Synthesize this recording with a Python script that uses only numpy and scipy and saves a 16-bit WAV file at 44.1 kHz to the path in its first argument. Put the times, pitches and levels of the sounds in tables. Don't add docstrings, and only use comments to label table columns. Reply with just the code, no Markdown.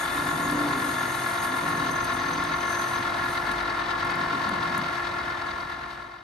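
import sys
import numpy as np
from scipy.fft import rfft, irfft, next_fast_len
from scipy.io import wavfile
from scipy.ndimage import map_coordinates

SR = 44100
rng = np.random.default_rng(int(sys.argv[2]) if len(sys.argv) > 2 else 0)


def wrap_up_sound(samples):
    columns = np.atleast_2d(samples).T
    tamed = np.clip(columns, -1, 1)
    steps = np.round(tamed * 32767).astype(np.int16)
    wavfile.write(sys.argv[1], SR, steps)


N = 274731
TIME = np.arange(N) / SR

DRIVE_HZ = 423.56
LAYSHAFT_HZ, IDLER_HZ, SPINDLE_HZ = 43.08, DRIVE_HZ / 45, 7.2
GEARED_SPINDLE_HZ = LAYSHAFT_HZ / 6
THROB_S = 0.01473

# (t/s, hiss level/dB)
CUT = [(0.0, -40), (0.5, -43.5), (1.45, -41), (1.7, -46.5), (2.05, -48), (2.64, -52.5), (2.72, -44.5),
       (2.9, -47), (3.08, -56), (3.29, -49), (3.7, -60)]
CUT_END_S = CUT[-1][0]
# (f/Hz, width/Hz, relative level/dB)
BED = [(111, 70, -11.5), (166, 45, 6.5), (210, 50, 4)]


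def amp(db):
    return 10 ** (np.asarray(db) / 20)


def unit(x):
    return x / np.sqrt(np.mean(x ** 2) + 1e-20)


def along(points, hz):
    f, v = np.transpose(points)
    return np.interp(np.log(hz + 1), np.log(f + 1), v)


def curve(points):
    return np.interp(TIME, *np.transpose(points))


def wobble(rate):
    knots = rng.standard_normal(int(N * rate / SR) + 4)
    return map_coordinates(knots, [np.arange(N) * rate / SR])


def filtered(x, response):
    m = next_fast_len(N + 8192)
    hz = np.fft.rfftfreq(m, 1 / SR)
    return irfft(rfft(x, m) * response(hz), m)[..., :N]


def ports(pair, gain):
    # (f/Hz, likeness 0-1)
    alike = [(60, 1), (280, 0.86), (600, 0.6), (900, 0.54), (1250, 0.34), (1900, 0.36), (2300, 0.28),
             (3900, 0.84), (5000, 0.55), (6800, 0.62), (8300, 1), (11000, 0.99), (13000, 0.87)]
    # (f/Hz, left over right/dB)
    lean = [(60, -1.5), (150, -1.5), (500, 1.5), (1200, 0), (1500, 1), (1730, 5.5), (1900, 2), (2600, 4),
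            (4600, 4.5), (6000, 3), (8200, 0)]
    # (f/Hz, left lead/rad)
    lead = [(100, 0), (2600, 0), (3300, .9), (4600, .2), (5000, .8), (7400, .8), (8700, 0), (9150, -1.2),
            (9800, -2.6), (10000, -np.pi), (10420, -np.pi), (11200, -5), (11800, -2 * np.pi)]

    def mix(hz):
        turn = np.arccos(np.clip(along(alike, hz), -1, 1)) / 2
        return gain(hz) * np.array([np.cos(turn), np.sin(turn)])

    def place(hz):
        half = amp(along(lean, hz) / 2) * np.exp(.5j * along(lead, hz))
        return np.array([half, 1 / half])

    mid, side = filtered(pair, mix)
    return filtered(np.array([mid + side, mid - side]), place)


def noise():
    return rng.standard_normal((2, N))


def turning(hz, start=0):
    return np.cos(2 * np.pi * hz * (TIME - start))


def tone(angle, db, pan_db, lead, waver_db):
    pair = np.array([[amp(pan_db) * np.exp(1j * lead)], [1]])
    pair = pair / np.linalg.norm(pair) * np.exp(-1j * np.angle(pair.sum()))
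    level = 2 * amp(db + waver_db * wobble(7))
    return level * np.real(pair * np.exp(1j * angle))


def repeating(hz):
    once = rng.standard_normal((2, 8192))
    where = np.arange(N) * hz / SR % 1 * (SR / hz)
    return unit(np.array([map_coordinates(v, [where], order=1) for v in once]))


def ringing(modes):
    def response(f):
        return sum((-1) ** k * amp(db) * 1j * f * w / (c * c - f * f + 1j * f * w)
                   for k, (c, w, db) in enumerate(modes))
    return response


def song(hz, width_hz):
    slow = filtered(rng.standard_normal((4, N)), lambda f: 1 / (1 + (f / width_hz) ** 2))
    angle = 2 * np.pi * np.cumsum(hz + np.zeros(N)) / SR
    band = slow[:2] * np.cos(angle) + slow[2:] * np.sin(angle)
    return unit(ports(amp(1.4 * wobble(24.03)) * band, np.ones_like))


def layshaft_whine():
    # (mesh multiple, layshaft multiple, rms level/dB before load, left over right/dB, left lead/rad)
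    gear_tones = [(1, 0, -43, -1, 0.1), (2, 0, -41, 14, 2.3), (2, 1, -50, 0, 0.1), (3, -1, -48, -6, -0.7),
                  (3, 0, -39, 3, -1.9), (3, 1, -39, 2, -0.1), (4, -1, -42, -1, -0.0), (4, 0, -38, -2, 0.5),
                  (4, 1, -43, 7, -0.6), (5, -1, -44, 10, -0.5), (5, 0, -39.5, 7, -2.8), (5, 1, -48, 9, 1.4),
                  (6, -1, -55, 21, -1.4), (7, -1, -61, 7, 0.8), (7, 0, -59, 7, -0.4), (8, 0, -58, 11, 0.1)]
    # (t/s, load/dB)
    load = [(0, -2), (.25, 0.5), (.6, .5), (1.3, -1), (1.55, 0.5), (1.85, 1), (2.3, 0), (3.0, 0), (3.7, -1),
            (4.3, 1), (4.8, -0.5), (5.5, -0.5), (6.2, 1)]
    # (t/s, rms level/dB before waver)
    low_tone = [(0, -52), (.45, -52), (.58, -42), (.9, -45.5), (1.3, -46), (1.65, -55), (1.85, -44),
                (2.2, -49), (2.6, -68), (2.9, -45.5), (3.7, -55.5), (6.2, -49)]
    mesh_hz, tooth_s, casing_lag = 348.27, .00018, .8
    smear = .7
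    second_rise = 0.6
    third_swing = 2.1
    load_db = curve(load)
    play = .025 * wobble(30)
    mesh = 2 * np.pi * mesh_hz * (TIME - tooth_s) + play
    shaft = 2 * np.pi * LAYSHAFT_HZ * (TIME - THROB_S)

    turn = np.exp(2j * np.pi * SPINDLE_HZ * (TIME - .04))
    idler = np.exp(-2j * np.pi * IDLER_HZ * (TIME + .022))
    runout = .19 * turn + .04 / turn - .08 * turn ** 2 + .14 * idler
    gear = 0
    for k, j, db, pan_db, lead in gear_tones:
        angle = k * mesh + j * shaft + smear * k * k - casing_lag
        if k > 2:
            angle = angle - 1j * np.log(1 + runout)
        if (k, j) == (2, 0):
            db = db + second_rise * (TIME - 3)
        if k == 3:
            db = db + third_swing * load_db
        gear = gear + tone(angle, db, pan_db, lead, waver_db=0.7)
    low = tone(3 * shaft, curve(low_tone), -3.5, -.1, waver_db=1.6)
    return gear * amp(.5 * load_db + .3 * wobble(22)) + low


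def motor_whine():
    # (mesh multiple, motor multiple, rms level/dB before waver, left over right/dB, left lead/rad)
    pinion_tones = [(0, 3, -60, 0, 0), (2, 0, -51, 1, .1), (3, 0, -52, 3, 1.1), (4, 0, -44, 5, .5),
                    (5, 0, -50, 3, .1), (6, 0, -57, 9, -.8), (7, 0, -61, 11, .2), (8, 0, -60, -2, 1.0),
                    (9, 0, -60, 6, .5)]
    lead_s = .000014
    drive = 2 * np.pi * DRIVE_HZ * (TIME + lead_s) + 0.025 * wobble(30)
    motor = 2 * np.pi * 24.56 * TIME
    return sum(tone(k * drive + j * motor, *rest, waver_db=3.0) for k, j, *rest in pinion_tones)


def hums():
    # (f/Hz, rms level/dB before waver, left over right/dB, left lead/rad)
    hum_tones = [(100.3, -56, -2, 0), (300, -52, 3, .5), (621, -55, 2, -.4), (681, -53, -4, .2),
                 (796.5, -55, 0, .2), (871.1, -54, -1, .3), (896.7, -49, 3, 1.1), (907.6, -46, 26, -3.0),
                 (921.4, -50, 13, .5), (969.7, -52, -4, .5), (1119.7, -51, 9, -.5), (1117.4, -53, 2, 0),
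                 (1134.5, -52, 1, -.1), (1335.7, -50, 18, 2.1), (1684, -49, 1, -.2)]
    # (t/s, rms level/dB before waver)
    deep_level = [(0, -56), (.6, -50), (.95, -66), (1.5, -60), (1.75, -56), (2.5, -52), (2.95, -58),
                  (3.2, -53), (3.65, -46.5), (4.1, -54), (4.4, -66), (4.85, -64), (5.1, -52), (5.4, -57),
                  (6.2, -49)]
    deep = tone(2 * np.pi * 49.1 * TIME, curve(deep_level), 0, 0, waver_db=.7)
    hum = sum(tone(2 * np.pi * hz * TIME + rng.uniform(0, 2 * np.pi), *rest, waver_db=1.5)
              for hz, *rest in hum_tones)
    return deep + hum


def casing():
    # (f/Hz, relative level/dB per Hz)
    roar = [(20, -54), (45, -12.5), (120, -5), (450, -9), (1000, -7), (2000, -6.5), (2400, -13.5),
            (4100, -18.5), (5000, -23), (6400, -26), (7000, -32.5), (11500, -30), (12100, -44),
            (13000, -70)]
    # (f/Hz, width/Hz, gain/dB)
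    panels = [(270, 64, 4.5), (661, 97, 4.5), (1033, 260, 5.5), (1197, 26, -12), (1227, 100, 7),
              (1294, 30, -1.5), (1382, 77, 8.5), (1477, 29, -8), (1493, 16, 13.5), (1100, 28, 5),
              (1700, 20, 7.5), (1766, 69, 7.5), (1880, 74, 5.5), (1870, 42, -6), (2030, 25, 0),
              (2110, 82, 5.5), (3823, 640, 6.5), (4530, 150, 9.5), (4950, 53, 2), (5240, 90, 8),
              (6250, 350, 3)]
    bumps = rng.standard_normal(SR // 2)

    def colour(hz):
        middle = (hz > 400) & (hz < 6000)
        uneven = 1.1 * middle * map_coordinates(bumps, [hz / 35])
        peaks = sum(db / (1 + (2 * (hz - c) / w) ** 2) for c, w, db in panels)
        return amp(along(roar, hz) + uneven + peaks)

    idler_share, spindle_share = 0.07, 0.1
    drive = (np.sqrt(1 - idler_share - spindle_share) * noise()
             + np.sqrt(idler_share) * repeating(IDLER_HZ)
             + np.sqrt(spindle_share) * repeating(GEARED_SPINDLE_HZ))
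    bass, body, bright = (filtered(drive, lambda hz: 1 / (1 + (hz / edge_hz) ** 4))
                          for edge_hz in (800, 2600, 6500))

    throb = turning(LAYSHAFT_HZ, THROB_S)
    idler = turning(IDLER_HZ, 0.078)
    knock = amp(0.5 * throb + 0.15 * idler + .5 * turning(SPINDLE_HZ, 0.005) + 0.7 * wobble(30))
    rattle = amp(2.8 * turning(LAYSHAFT_HZ, 0.012) + 2.1 * idler
                 + 0.48 * turning(5 * IDLER_HZ, 0.018) + 0.55 * wobble(23) + 1.6 * wobble(60))
    fizz = amp(0.37 * throb + 0.32 * idler + 1.2 * wobble(13))
    shaken = (bass + (body - bass) * unit(knock) + (bright - body) * unit(rattle)
              + (drive - bright) * unit(fizz))
    return amp(-31.0) * unit(ports(shaken, colour))


def blade():
    # (f/Hz, relative level/dB per Hz)
    hiss_colour = [(4200, -46), (5500, -12), (8400, -11.5), (9300, 2), (10500, -2.5), (11600, -4.5),
                   (12300, -13), (12700, -10), (13200, -61)]
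    # (t/s, level over the hiss/dB before pulsing)
    holder_level = [(0, -17), (.6, -16), (1.45, -14.5), (1.95, -2.5), (2.6, 1), (2.75, 1.5), (3.0, -1),
                    (3.3, -14)]
    # (t/s, swing/dB)
    jaw_swing = [(1.5, -2), (1.9, 6), (2.25, 3), (2.5, 3), (3.3, -2)]
    jaw_s = 1.964
    cutting = np.clip((CUT_END_S - TIME) / 0.097, 0, 1)
    scrape = unit(amp(1.6 * wobble(24.3) + 1.4 * wobble(300)))
    hiss = unit(ports(scrape * noise(), lambda f: amp(along(hiss_colour, f))))

    blade_hz = 6730 - 170 * TIME + 40 * wobble(7.3)
    flutter = unit(amp(3 * wobble(18)))
    blade_song = amp(-10) * flutter * song(blade_hz, width_hz=93)
    whistle_hz = 3570 - 55 * TIME + 40 * wobble(12)
    whistle = amp(-3.5 - 5 * TIME) * song(whistle_hz, width_hz=48)

    holder_db = curve(holder_level) + curve(jaw_swing) * turning(3 * GEARED_SPINDLE_HZ, jaw_s)
    holder_main = song(6197 + 25 * wobble(9.2), width_hz=62)
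    holder_under = amp(-10) * song(5920, width_hz=170)
    holder_song = amp(holder_db) * (holder_main + holder_under)
    return cutting * amp(curve(CUT)) * (hiss + blade_song + holder_song + whistle)


def handwheel():
    # (t/s, length/s, bed level/dB, tray level/dB, guard level/dB)
    feed = [(0.146, 0.26, -46, -51, -38), (0.314, 0.29, -37.5, -41, -38.5), (0.502, 0.22, -42, -39, -30),
            (0.71, 0.24, -49, -36, -37.5), (1.003, 0.043, -61, -41, -59), (1.486, 0.075, -50, -47, -41),
            (1.624, 0.092, -39, -45, -35), (1.724, 0.23, -40.5, -44, -38), (1.98, 0.38, -51, -51, -52),
            (2.16, 0.14, -53, -48, -42.5), (2.276, 0.18, -43, -46, -38), (2.467, 0.086, -43, -51, -43),
            (4.046, 0.17, -44, -45, -42), (4.183, 0.11, -40, -41, -44), (4.324, 0.073, -41, -38, -36),
            (4.46, 0.15, -36.5, -41, -42), (4.666, 0.21, -40.5, -42, -50)]
    # (f/Hz, width/Hz, relative level/dB)
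    tray = [(253.9, 8.8, 0.5), (400, 11, -6.5)]
    guard = [(293, 5.3, 3), (314, 19, -3), (442, 41, -14), (485, 65, -7), (1080, 200, -11.5)]
    creep_levels = [-60, -51, -76]
    held_notes = [158.7, 260.7, 291.3]
    grip_s, let_go_s, lumps_db = 0.04, 0.14, -0.3
    held = .57
    start, length, *loads_db = np.transpose(feed)[..., None]
    rise = np.clip((TIME - start) / grip_s + .5, 0, 1)
    fall = np.clip((start + length - TIME) / let_go_s + .5, 0, 1)
    push = rise * fall

    rumble = 0
    for db, creep_db, hz, modes in zip(loads_db, creep_levels, held_notes, (BED, tray, guard)):
        level = (amp(db) * push).max(axis=0) + amp(creep_db) * (TIME < CUT_END_S)
        rough = np.sqrt(1 - held) * unit(ports(noise(), ringing(modes)))
        note = np.sqrt(2 * held) * np.sin(2 * np.pi * hz * TIME + 0.75 * wobble(6))
        rumble = rumble + level * unit(amp(lumps_db * wobble(21)) * (rough + note))
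    return rumble


def chips():
    # (t/s, strength/dB before the colour)
    landings = [(0.3092, -38), (0.4539, -35), (0.4923, -35), (0.5115, -30), (0.852, -37), (1.2057, -36),
                (1.5318, -35.5), (1.713, -39), (1.915, -35), (2.0255, -38), (2.0459, -26), (2.4384, -29),
                (3.5150, -35), (3.5172, -36), (4.0487, -35.5), (4.1066, -36), (4.1568, -38), (4.4927, -35),
                (4.7545, -38), (4.7782, -25)]
    # (f/Hz, gain/dB)
    tick_colour = [(3000, -38.5), (6500, -1), (8000, -11), (9500, 7), (11500, 1.5), (13400, -28)]
    t = np.arange(SR // 20) / SR
    shape = amp(-60 * t / 0.011) + 0.23 * amp(-60 * t / 0.07)
    # random times, strengths from -53 to -44 dB
    strays = rng.uniform(size=(90, 2)) * [N / SR, 9] - [0, 53]
    ticks = np.zeros((2, N + SR))
    for s, db in [*landings, *strays]:
        first = round(s * SR)
        ticks[:, first:first + len(t)] += amp(db) * shape * rng.standard_normal((2, len(t)))
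    return ports(ticks[:, :N], lambda hz: amp(along(tick_colour, hz)))


def drone():
    # (f/Hz, relative level/dB per Hz)
    drone_colour = [(30, -21.5), (48, 2), (80, 3), (110, -13), (200, -43)]
    start_s, rise_s = 4.46, 0.82
    rise = np.clip((TIME - start_s) / rise_s, 0, 1)
    return amp(-48.5) * rise * unit(ports(noise(), lambda hz: amp(along(drone_colour, hz))))


def thumps():
    # (t/s, peak level/dB)
    blow_levels = [(4.474, -34), (4.521, -26), (4.698, -28), (4.785, -25.5)]
    push = np.pad(np.hanning(150), (0, N - 150))
    ring = filtered(push, ringing(BED[1:]))[:SR // 4]
    blows = np.zeros(N + SR)
    for s, db in blow_levels:
        first = round(s * SR)
        blows[first:first + len(ring)] += amp(db) * ring / ring.max()
    return blows[:N]


def scene():
    machine = layshaft_whine() + motor_whine() + hums() + casing()
    return machine + blade() + handwheel() + chips() + drone() + thumps()


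def record(dry):
    fade_start_s, fade_end_s, top_hz = 4.28, 6.388, 13400
    gone = np.clip((TIME - fade_start_s) / (fade_end_s - fade_start_s), 0, 1)
    return filtered(dry * np.cos(np.pi / 2 * gone), lambda hz: hz < top_hz)


dry = scene()
out = record(dry)
wrap_up_sound(out)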